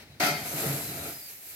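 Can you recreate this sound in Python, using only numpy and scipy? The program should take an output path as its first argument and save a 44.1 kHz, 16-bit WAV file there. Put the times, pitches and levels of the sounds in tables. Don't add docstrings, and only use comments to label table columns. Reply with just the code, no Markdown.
import sys
import numpy as np
from scipy import signal
from scipy.fft import rfft, irfft
from scipy.io import wavfile

SR = 44100
rng = np.random.default_rng(int(sys.argv[2]) if len(sys.argv) > 2 else 0)


def int16_out(signal):
    q = np.round(np.clip(np.atleast_2d(signal).T, -1, 1) * 32767)
    wavfile.write(sys.argv[1], SR, q.astype(np.int16))


N = 68355
T = np.arange(N) / SR
HZ = np.maximum(np.arange(N + 1) * SR / (2 * N), 1)
LAND_S, LAND_RISE_S, LAND_SWELL_DB = 0.1984, 0.0093, 1.5
CATCHES_PER_S, GRAINS_PER_S = 900, 14000

# t/s, rumble/dB, rasp/dB
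BEARING = [(.3, -109, -101), (.42, -48.5, -67), (.46, -50, -41), (.49, -68, -53.5), (.535, -42.5, -41),
           (.6, -43, -38), (.655, -33, -34), (.76, -37, -39.5), (.83, -47, -46.5), (.9, -41.5, -46.5),
           (.98, -49, -43), (1.04, -44.5, -44.5), (1.075, -46.5, -37.5), (1.115, -62, -48.5),
           (1.2, -77, -62), (1.3, -88, -74)]
# f/Hz, likeness/0-1, left-right/dB
MIC_PAIR = [(25, 1, 4), (70, 0.92, -0.5), (153, 1, -0.5), (352, 0.89, 1.1), (716, 1, 2), (1030, 0.4, 3.5),
            (1370, 0.44, 4), (2180, 0, 7.5), (3200, 0.9, -0.5), (4040, 0, -0.5), (4970, .02, -1.5),
            (5650, 0, -11.5), (6650, 0.06, -2), (11800, 0.06, 2.5), (14500, .02, -5.5)]


def landing():
    # f/Hz, relative level/dB
    clatter_spectrum = [(100, -36), (250, -2.5), (420, -4.5), (510, -13), (700, 3.5), (1050, -11.5),
                        (1380, -0.5), (1650, -4.5), (2200, -0.5), (3000, -10.5), (4300, -7), (6200, -10.5),
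                        (7200, -16), (11000, -19.5), (16000, -25)]
    thud_spectrum = [(40, -38), (80, -11), (125, 1), (200, 3), (310, -1), (450, -5), (900, -29)]
    clatter = at_mics(impacts(per_s=1800), clatter_spectrum)
    clatter *= blow(LAND_SWELL_DB, LAND_RISE_S, hold_s=0.057, fall_db_per_s=175)
    thud = at_mics(impacts(CATCHES_PER_S), thud_spectrum)
    thud *= blow(swell_db=20, rise_s=0.016, hold_s=0.09, fall_db_per_s=64)
    return from_db(-26.25) * (clatter + porch(clatter)) + from_db(-39.5) * thud


def blade_ring():
    # f/Hz, relative level/dB, t60/s, left-right/dB
    modes = [(153, -4, .7, 0), (295, -7, .4, 0), (417, -6, .3, 0), (585, -4, .5, -2), (726, -2, .62, 0),
             (858, -4, .35, 3), (991, -7, .3, 4), (1326, 2.5, .25, 0), (1430, -4, .25, 3),
             (1742, -6, .3, 4), (2128, 3, .42, 2), (2325, -7, .5, 6), (2445, -5, .45, 5),
             (2524, -6, .45, 8), (2600, -8, .35, 4), (3168, -7, .55, 6), (3835, -9, .3, 0),
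             (4061, -10, .3, 6), (4539, -5, .5, 0), (5115, -8, .3, -7), (5755, -9, .3, -7),
             (6138, -10, .3, -7)]
    _, rasp = gain_curves(BEARING)
    drag = from_db(-22.25) * rasp / rasp.max() * (T > BEARING[0][0])
    drive = blow(LAND_SWELL_DB, LAND_RISE_S, hold_s=0.068, fall_db_per_s=211) + drag
    ring = np.zeros((2, N))
    for hz, db, t60_s, side_db in modes:
        retained = np.exp(-np.log(1e6) / (t60_s * SR))
        energy = signal.lfilter([1], [1, -retained], drive ** 2)
        envelope = from_db(db - 36.5) * np.sqrt(energy / energy.max())
        ring += envelope * pan(side_db) * tone_pair(hz, width_hz=14, rough=.6)
    return ring


def pull():
    # f/Hz, relative level/dB
    rumble_spectrum = [(40, -33), (80, -27), (120, -2.5), (153, 8), (180, -9), (210, -6), (300, -6),
                       (450, -28.5), (900, -39)]
    rasp_spectrum = [(120, -62), (280, 4.5), (400, -0.5), (500, -1), (690, -1), (870, -8), (1100, -15.5),
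                     (1370, -5.5), (1700, -15), (2300, -10), (3200, -24.5), (8000, -41)]
    rumble_gain, rasp_gain = gain_curves(BEARING)
    rumble = rumble_gain * at_mics(impacts(CATCHES_PER_S), rumble_spectrum)
    rasp = rasp_gain * at_mics(impacts(CATCHES_PER_S), rasp_spectrum)
    return rumble + rasp


def grain():
    # t/s, level/dB
    slide_levels = [(.2, -38.5), (.265, -32.5), (.34, -44), (.44, -41.5), (.46, -36), (.51, -38), (.6, -32),
                    (.72, -34.5), (.87, -38), (1.02, -40), (1.08, -38.5), (1.17, -47.5), (1.26, -51),
                    (1.3, -45), (1.38, -56), (1.55, -45.5)]
    spray_levels = [(.8, -76), (1.1, -45.5), (1.3, -46.5), (1.4, -48.5), (1.5, -44), (1.55, -50.5)]
    # f/Hz, relative level/dB
    slide_spectrum = [(150, -25), (700, -6.5), (1050, -12.5), (1400, -8), (2300, -2.5), (3100, -8),
                      (4200, -4), (5500, -7), (6800, -5), (7800, -3.5), (9500, -6), (12000, 2.5),
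                      (14200, -3.5), (16000, -18)]
    spray_spectrum = [(150, -35), (300, -21), (1000, -27), (2300, -4.5), (3100, -11), (4500, -9),
                      (7000, -4), (10000, -4), (12500, 5.5), (16000, -2.5)]
    slide = at_mics(impacts(GRAINS_PER_S, spread_db=3), slide_spectrum) * (T > LAND_S)
    spray = at_mics(impacts(GRAINS_PER_S, spread_db=3), spray_spectrum)
    return gain_curves(slide_levels)[0] * slide + gain_curves(spray_levels)[0] * spray


def whistles():
    # start/s, length/s, start f/Hz, end f/Hz, level/dB, left-right/dB
    glides = [(.105, .05, 3950, 3930, -62, 0), (.46, .08, 6200, 6230, -46, -6),
              (.8, .16, 4060, 3930, -50, -2), (.97, .11, 3870, 3860, -51, -2),
              (1.105, .13, 5090, 4850, -53, -4), (1.21, .095, 4870, 4730, -49.5, -4)]
    sound = np.zeros((2, N))
    for start_s, length_s, from_hz, to_hz, db, side_db in glides:
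        hz = np.interp(T, [start_s, start_s + length_s], [from_hz, to_hz])
        envelope = from_db(db) * arch(start_s, length_s)
        sound += envelope * pan(side_db) * tone_pair(hz, width_hz=70, rough=.55)
    return sound


def early_echoes(x):
    # left delay/s, right delay/s, level/dB
    echoes = [(.0031, .0033, -16), (.0074, .0078, -9), (.0123, .0119, -11), (0.0184, .0192, -8.5)]
    bright = signal.sosfilt(signal.butter(2, 590, "high", fs=SR, output="sos"), x)
    reflected = np.zeros((2, N))
    for left_s, right_s, db in echoes:
        for side, delay_s in enumerate((left_s, right_s)):
            lag = int(delay_s * SR)
            reflected[side, lag:] += from_db(db) * bright[side, :N - lag]
    return reflected


def porch(x, delay_s=0.021, t60_s=1, crossover_hz=900):
    age_s = T - delay_s
    tails = rng.standard_normal((3, N)) * (age_s > 0) * from_db(-60 * age_s / t60_s)
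    tails = rms_one(tails) / np.sqrt(N)
    bass = signal.sosfilt(signal.butter(2, crossover_hz, fs=SR, output="sos"), tails[0])
    treble = signal.sosfilt(signal.butter(2, crossover_hz, "high", fs=SR, output="sos"), tails[1:])
    return from_db(-7) * signal.fftconvolve(x, bass + treble, axes=1)[:, :N]


def boot_step():
    return from_db(-56) * arch(start_s=0.1, length_s=0.066) * tone(hz=136.5, width_hz=33, rough=0.6)


def yard():
    # t/s, level/dB
    rumble_levels = [(0, -57), (.5, -50), (1.05, -50), (1.25, -64), (1.45, -72), (1.55, -63)]
    grain_tail_and_air_levels = [(0, -48.5), (.025, -48.5), (.055, -55.5), (.19, -57), (1.55, -56)]
    # f/Hz, relative level/dB
    rumble_spectrum = [(20, -40), (45, -13.5), (85, 2.5), (130, -2), (250, -5.5), (700, -21.5), (2000, -54)]
    hiss_spectrum = [(20, -7), (100, -5), (300, 0.5), (700, -1.5), (1100, -7), (2200, 1.5), (3100, -5.5),
                     (4200, -2), (7000, -12), (12000, -12.5), (16000, -16)]
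    rumble = at_mics(rng.standard_normal((2, N)), rumble_spectrum)
    hiss = at_mics(rng.standard_normal((2, N)), hiss_spectrum)
    return gain_curves(rumble_levels)[0] * rumble + gain_curves(grain_tail_and_air_levels)[0] * hiss


def impacts(per_s, spread_db=1.5):
    sizes = from_db(spread_db * np.minimum(rng.exponential(1, (2, N)), 5))
    signs = rng.choice([-1, 1], (2, N))
    hits = rng.random((2, N)) < per_s / SR
    return rms_one(sizes * signs * hits)


def blow(swell_db, rise_s, hold_s, fall_db_per_s):
    age_s = T - LAND_S
    touch = np.clip(age_s / 0.005, 0, 1)
    rise_db = swell_db * (np.clip(age_s / rise_s, 0, 1) - 1)
    fall_db = fall_db_per_s * np.maximum(age_s - hold_s, 0)
    return touch * from_db(rise_db - fall_db)


def arch(start_s, length_s):
    progress = np.clip((T - start_s) / length_s, 0, 1)
    return np.sqrt(np.abs(np.sin(np.pi * progress)))


def tone(hz, width_hz, rough):
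    blur = signal.butter(2, width_hz, fs=SR, output="sos")
    wander = rough * rms_one(signal.sosfilt(blur, rng.standard_normal((2, 2 * N)))[:, N:])
    phase = 2 * np.pi * (np.cumsum(hz * np.ones(N)) / SR + rng.random())
    return rms_one((1 + wander[0]) * np.sin(phase) + wander[1] * np.cos(phase))


def tone_pair(hz, width_hz, rough):
    left, other = [tone(hz, width_hz, rough) for _ in range(2)]
    alike = np.clip(np.interp(np.mean(hz), HZ, over_hz(MIC_PAIR)[0]), 0, 1)
    return rms_one(np.array([left, alike * left + (1 - alike) * other]))


def at_mics(streams, spectrum, left_lag_s=.0001):
    alike, side_db = over_hz(MIC_PAIR)
    blend_rad = np.arcsin(np.clip(alike, 0, 1)) / 2
    coloured = rfft(streams, 2 * N) * from_db(over_hz(spectrum)[0])
    left, right = (coloured * np.cos(blend_rad) + coloured[::-1] * np.sin(blend_rad)) * pan(side_db)
    left *= np.exp(-2j * np.pi * HZ * left_lag_s)
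    return rms_one(irfft(np.array([left, right]))[:, :N])


def pan(side_db):
    gains = from_db(np.array([[1], [-1]]) * side_db / 2)
    return gains / np.sqrt(np.mean(gains ** 2, axis=0))


def gain_curves(rows):
    times_s, *columns = np.transpose(rows)
    return [from_db(np.interp(T, times_s, db)) for db in columns]


def over_hz(rows):
    hz, *columns = np.transpose(rows)
    return [np.interp(np.log(HZ), np.log(hz), column) for column in columns]


def from_db(db):
    return 10 ** (np.asarray(db) / 20)


def rms_one(x):
    return x / np.sqrt(np.mean(x ** 2) + 1e-20)


def scene():
    rake = landing() + pull() + grain()
    return rake + early_echoes(rake) + blade_ring() + whistles() + boot_step() + yard()


def record(dry):
    cutoff_hz = 16200
    return signal.sosfilt(signal.ellip(12, .1, 80, cutoff_hz, fs=SR, output="sos"), dry)


dry = scene()
out = record(dry)
int16_out(out)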